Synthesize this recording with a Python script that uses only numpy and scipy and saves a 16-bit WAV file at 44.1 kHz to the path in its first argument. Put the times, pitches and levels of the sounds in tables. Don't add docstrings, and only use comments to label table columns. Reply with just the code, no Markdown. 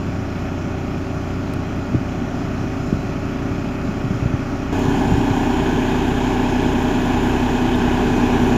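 import sys
import numpy as np
from scipy import signal
from scipy.fft import rfft, irfft, next_fast_len
from scipy.io import wavfile
from scipy.ndimage import uniform_filter1d

SR = 44100
rng = np.random.default_rng(int(sys.argv[2]) if len(sys.argv) > 2 else 0)


def nominal_scale(level):
    x = np.asarray(level, float) / 20
    return 10 ** x


def store_wav(level_fs):
    pcm = np.round(np.clip(np.atleast_2d(level_fs), -1, 1) * 32767)
    wavfile.write(sys.argv[1], SR, pcm.T.astype(np.int16))


N = 377937
TIME = np.arange(N) / SR
CUT_S = 4.727
NEAR = TIME >= CUT_S
SINCE = np.where(NEAR, TIME - CUT_S, TIME)
THIN = 4


def along(points, hz):
    point_hz, db = np.transpose(points)
    return np.interp(np.log(hz + 1), np.log(point_hz + 1), db, left=-120, right=-120)


def curves(rows):
    seconds, *columns = np.transpose(rows)
    return [np.interp(TIME, seconds, column) for column in columns]


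def wobble(rate, time=TIME):
    knots = rng.standard_normal(int(N * rate / SR) + 4)
    return np.interp(time * rate, np.arange(len(knots)), knots)


def coloured(x, spectra):
    size = next_fast_len(N + 8192)
    spectrum = rfft(x, size)
    hz = np.fft.rfftfreq(size, 1 / SR)
    far, near = (irfft(spectrum * nominal_scale(along(points, hz)), size)[:N] for points in spectra)
    return np.where(NEAR, near / near.std(), far / far.std())


def patchy(depth_db, count=10):
    cells = signal.stft(rng.standard_normal(N + 512), nperseg=512)[2]
    field = uniform_filter1d(rng.standard_normal(cells.shape), size=5, axis=0)
    field = uniform_filter1d(field, size=count, axis=1)
    return signal.istft(cells * nominal_scale(depth_db * field / field.std()), nperseg=512)[1][:N]


def band(x, order, low_hz, high_hz):
    return signal.sosfilt(signal.butter(order, [low_hz, high_hz], "band", fs=SR, output="sos"), x)


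def dip(x, band_hz, share):
    return x - share * signal.sosfiltfilt(signal.butter(2, band_hz, "band", fs=SR, output="sos"), x)


def angle(hz):
    return 2 * np.pi * np.cumsum(hz) / SR


def tone(order, turn, db, loose):
    time = TIME[::THIN]
    wander = (loose * np.sqrt(order) * np.ones(N))[::THIN]
    size = np.sqrt(2) * nominal_scale(db[::THIN] + np.minimum(5 * wander, 3.5) * wobble(2.5, time))
    phase = rng.uniform(0, 2 * np.pi) + wander * wobble(6, time)
    return size * np.sin(order * turn[::THIN] + phase)


def orders(table, turn, loose):
    return sum(tone(round(2 * k) / 2, turn, np.where(NEAR, near_db, far_db), loose) for k, far_db, near_db in table)


def drifting(row, turn):
    order, far_db, far_drift, near_db, near_drift = row
    db = np.where(NEAR, near_db + near_drift * SINCE, far_db + far_drift * SINCE)
    return tone(round(order), turn, db, loose=.04)


def repeated(turn, low, high):
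    k = np.arange(2049)
    lines = ((k >= low) & (k <= high)) * nominal_scale(2 * rng.standard_normal(2049))
    wave = irfft(lines * np.exp(2j * np.pi * rng.random(2049)))
    played = np.interp(turn / (2 * np.pi) % 1 * 4096, np.arange(4096), wave, period=4096)
    return played / played.std() * np.sqrt((high - low) * 31 / (SR / 2))


# time in seconds, drum shaker shaft in turns per second, engine crankshaft in turns per second.
SHAFT_SPEEDS = [(0, 30.63, 31.74), (1.8, 30.6, 31.81), (2.4, 30.67, 31.86), (3, 30.66, 31.88),
                (3.6, 30.68, 31.98), (4.2, 30.85, 31.98), (4.72, 30.87, 31.96), (4.73, 30.77, 31.81),
                (5.2, 30.87, 31.85), (5.6, 30.91, 32.04), (6, 31.17, 32.05), (6.4, 31.21, 32.02),
                (6.8, 31.18, 32.04), (7.6, 31.05, 31.84), (8, 30.92, 31.9), (8.57, 30.94, 31.91)]


def shaft_speeds():
    return curves(SHAFT_SPEEDS)


# multiple of the drum shaft, far level in dB, far drift in dB per second,
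# near level in dB, near drift in dB per second.
STRONG_DRUM_TONES = [(1, -39.5, 1.1, -29.5, .5), (3, -28.5, -1.37, -31.5, 0.83), (4, -36, 0.4, -34, 0),
                     (8, -36, 0.23, -26.5, 1.4), (9, -34.5, 0.67, -24.5, -2)]
# multiple of the crankshaft, then the same levels in dB and drifts in dB per second.
FAN_TONE = (12, -39.5, 0.15, -31.5, -0.8)
# multiple of the drum shaft, far level in dB, near level in dB.
DRUM_TONES = [(2, -48, -35), (5, -42, -41), (6, -41, -38), (7, -48, -43), (10, -42, -35), (11, -43, -40),
              (12, -49, -38), (13, -50, -44), (14, -45, -38), (15, -54, -42), (16, -60, -54),
              (17, -57, -55), (18, -47, -55), (19, -48, -49), (20, -47, -44), (21, -48, -51),
              (22, -52, -56), (23, -49, -52), (24, -54, -43), (25, -50, -39), (26, -52, -40),
              (27, -53, -40), (28, -56, -41), (29, -53, -41), (30, -58, -47)]
# multiple of the drum shaft, far level in dB, near level in dB.
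MOTOR_WHINE = [(36, -53, -55), (72, -58, -50), (81, -55, -47), (90, -66, -55), (99, -66, -54),
               (108, -70, -57)]
# multiple of the crankshaft, far level in dB, near level in dB.
ENGINE_TONES = [(2, -37, -36), (4, -42, -40), (9, -42, -38), (10, -43, -58), (18, -48, -46),
                (19.5, -47, -43), (24, -51, -53), (30, -57, -52), (45, -54, -63), (54, -60, -52),
                (90, -64, -53), (99, -68, -55)]


def shaft_tones(drum, crank):
    loose = np.where(NEAR, .075, .035)
    tones = sum(drifting(row, drum) for row in STRONG_DRUM_TONES) + drifting(FAN_TONE, crank)
    tones += orders(DRUM_TONES, drum, loose)
    tones += orders(MOTOR_WHINE, drum, loose / 3)
    tones += orders(ENGINE_TONES, crank, loose / 2)
    return signal.resample_poly(tones, THIN, 1)[:N]


# time in seconds, effort in dB.
EFFORT = [(0, -0.5), (.7, -0.5), (1.5, -1), (2, 0), (3.5, -0.5), (4.4, -0.5), (4.72, -1.5), (5, 1.5),
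          (5.4, -1), (5.8, 1.5), (6.2, -1.5), (7, 0.5), (7.6, -1.5), (8.2, 1.5), (8.57, 2)]
# far level in dB, near level in dB, share of the nearing (0 to 1), share of the effort (0 to 1).
LAYERS = [
    (-24.5, -20.5, 0.75, 1),
    (-35, -27, 0.93, 0.067),
    (-50.5, -44.5, 0.42, 0.078),
    (-63.6, -54.5, 0.66, .1),
]


def levels():
    nearing_db = SINCE * np.where(NEAR, 0.58, .5)
    effort_db, = curves(EFFORT)
    return [np.where(NEAR, near_db, far_db) + nearing * nearing_db + effort * effort_db
            for far_db, near_db, nearing, effort in LAYERS]


# frequency in Hz, level in dB per Hz.
ROAR_COLOURS = [
    [(20, -25), (45, -15), (78, -7), (110, -1), (140, -1), (200, -1), (260, -2.5), (320, -5), (390, -10), (440, -16), (500, -23), (560, -20)],
    [(20, -21), (45, -14), (78, -9), (110, -3), (140, -1.5), (200, -2), (260, -1), (320, 0), (390, -2), (450, -8), (515, -19), (560, -18)],
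]


def exhaust_roar(db, crank):
    cycle = repeated(crank / 2 + 0.018 * wobble(4), low=7, high=27) / np.sqrt(2)
    roar = nominal_scale(db - 3.3) * coloured(patchy(.3) + .8 * cycle, ROAR_COLOURS)
    return dip(roar, (390, 520), ~NEAR * .09 * SINCE)


# frequency in Hz, level in dB per Hz.
PANELS_FAR = [(490, -15), (560, -4), (740, -2.5), (900, -7.5), (1020, -13), (1130, -7), (1480, -7),
              (1580, -13.5), (2100, -14), (2550, -11), (2750, -16.5), (3350, -19.5), (3750, -26),
              (4900, -36)]
# frequency in Hz, level in dB per Hz.
PANELS_NEAR = [(520, -16), (620, -5.5), (830, -1.5), (960, -5.5), (1330, -18), (1470, -10), (1740, -10.5),
               (1800, -17.5), (2300, -16), (2530, -12), (2750, -17), (3200, -16), (3750, -22.5),
               (4900, -38)]


def shaking_panels(db, drum, crank):
    stirring = 1 + .12 * np.cos(drum) + .07 * np.cos(2 * crank) + .05 * np.cos(4 * drum)
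    rattle = repeated(drum + .012 * wobble(5), low=31, high=64)
    shake = patchy(.9) * stirring + .85 * rattle
    panels = nominal_scale(db - 1.0 + 0.28 * wobble(8)) * coloured(shake, (PANELS_FAR, PANELS_NEAR))
    return dip(panels, (1830, 3780), NEAR * 0.19 * np.exp(-SINCE / 0.74))


# frequency in Hz, level in dB per Hz.
HISS_COLOURS = [
    [(3900, -2.5), (4500, -6.5), (5100, -2), (5700, -3.5), (6200, -5), (7000, -5), (7500, -12.5), (8200, -33)],
    [(3900, -4), (4500, -5.5), (5100, -2.5), (6100, -3.5), (6850, 0.5), (7200, -2), (7700, -13.5), (8300, -19)],
]


def fan_hiss(db, drum, gust):
    return nominal_scale(db + .45 * gust) * coloured(patchy(1.1, count=20) * (1 + .03 * np.cos(drum)), HISS_COLOURS)


# frequency in Hz, level in dB per Hz.
AIR_COLOURS = [
    [(4470, -21), (7600, -7.5), (8170, -9), (9290, -8), (14400, -7.5), (15600, -16)],
    [(4470, -27), (7600, -4), (7880, -21), (8320, -5), (9520, -6.5), (11300, -5), (14300, -8), (15600, -9)],
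]


def air_noise(db, drum, gust):
    return nominal_scale(db + .3 * gust) * coloured(patchy(1.3, count=45) * (1 + .04 * np.cos(drum)), AIR_COLOURS)


def roller():
    drum, crank = (angle(hz) for hz in shaft_speeds())
    roar_db, panels_db, hiss_db, air_db = levels()
    gust = wobble(16)
    noise = exhaust_roar(roar_db, crank) + shaking_panels(panels_db, drum, crank)
    noise += fan_hiss(hiss_db, drum, gust) + air_noise(air_db, drum, gust)
    return shaft_tones(drum, crank) + noise


# start in seconds, peak level in dB, level of the lower band in dB.
TICKS = [
    (1.5377, -28.5, 13),
    (4.5366, -45, -3),
    (4.793, -30, 4),
    (6.8304, -40, 0),
    (7.0574, -40, -2),
    (7.1272, -38, -1),
    (7.7584, -36, -4),
    (8.4193, -42, 3),
    (8.4427, -36, 0),
    (8.4744, -40, 5),
]


def grit():
    high, low, t = np.zeros(N + 256), np.zeros(N + 256), np.arange(256) / SR
    for start, db, low_db in TICKS:
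        burst = nominal_scale(db + 10 - 60 * t / .0009) * rng.choice([-1, 1], 256)
        first = round(start * SR)
        high[first:first + 256] += burst
        low[first:first + 256] += burst * nominal_scale(low_db - 14)
    return (band(high, 3, 7300, 14500) + band(low, 3, 3500, 7500))[:N]


# start in seconds, level in dB, swing frequency in Hz, length in cycles.
THUMPS = [(1.9354, -8, 190, 1.2), (1.941, -12, 105, 1.3), (1.9447, -3.5, 290, 3.3), (1.952, -3.5, 151, 1.3),
          (1.966, -14, 125, 2.6), (2.884, -13, 149, 1.8), (2.926, 0, 232, 1.7), (2.94, -10, 110, 1.8),
          (3.506, -12, 110, 1.3), (3.889, -8, 188, 1.5), (4.043, -11, 119, 2.6), (4.105, -4.5, 190, 2.1),
          (4.141, -8.5, 125, 2), (4.223, -5.5, 129, 1.1), (4.2565, 0.5, 138, .8), (4.338, -2.5, 121, 1.3),
          (4.752, -11, 100, 1.9), (4.85, -8, 140, 1.4), (4.879, -6, 130, 1.5), (5.119, -1, 160, 1.3),
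          (5.135, -1.5, 100, 1.16), (5.18, -9, 125, 2), (5.304, -7.5, 112.5, 2.2)]


def wind():
    out, t = np.zeros(N + 4096), np.arange(4096) / SR
    for start, db, hz, cycles in THUMPS:
        age = t * hz / max(cycles, .4) * 4.4
        swell = np.sqrt(age) * np.exp(-.6 * age)
        out[round(start * SR):][:len(t)] += nominal_scale(db + 1.0) * swell * np.sin(2 * np.pi * hz * t)
    return band(out[:N], 2, 60, 520)


def travel_pump():
    pump_hz = 7.672 * shaft_speeds()[0]
    surge_s, rise_s = 8.15, 0.11
    surge_db = 5.5 / (1 + np.exp((surge_s - TIME) / rise_s))
    pump_db = -30 + surge_db + 0.5 * wobble(2.5)
    return NEAR * nominal_scale(pump_db + 3) * np.sin(angle(pump_hz))


# time in seconds, level in dB.
SECOND_LEVEL = [
    (6.2, -8),
    (6.8, -15),
    (7.2, -6),
    (8.0, -2),
    (8.57, -20),
]
# frequency in Hz, level in dB.
SECOND_TONES = [(56.9, -35), (113.8, -43.5), (170.7, -32.5), (206.6, -45)]


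def second_machine():
    tones = sum(nominal_scale(db + 4.0 + 2.0 * wobble(2.2)) * np.sin(angle(hz + 0.44 * wobble(1.73))) for hz, db in SECOND_TONES)
    return nominal_scale(curves(SECOND_LEVEL)[0]) * tones


# start in seconds, level in dB, ring frequency in Hz, time to fall by 60 dB in seconds.
CLINKS = [
    (7.734, -27, 3050, .05),
    (7.739, -29, 3330, .06),
    (7.745, -30, 3630, .07),
    (8.419, -36, 5900, .02),
    (8.473, -35, 6100, .015),
    (8.488, -35, 6000, .02),
]


def clinks():
    out, t = np.zeros(N + 4096), np.arange(4096) / SR
    for start, db, hz, t60 in CLINKS:
        envelope = nominal_scale(db - 60 * t / t60) * (1 - np.exp(-t / 0.00071))
        out[round(start * SR):][:len(t)] += envelope * np.sin(2 * np.pi * hz * t)
    return out[:N]


def scene():
    return (roller() + grit() + wind() + travel_pump() + second_machine() + clinks())[None]


def low_pass(x):
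    return signal.sosfilt(signal.butter(12, 15710, fs=SR, output="sos"), x)


def record(dry):
    return low_pass(dry)


dry = scene()
out = record(dry)
store_wav(out)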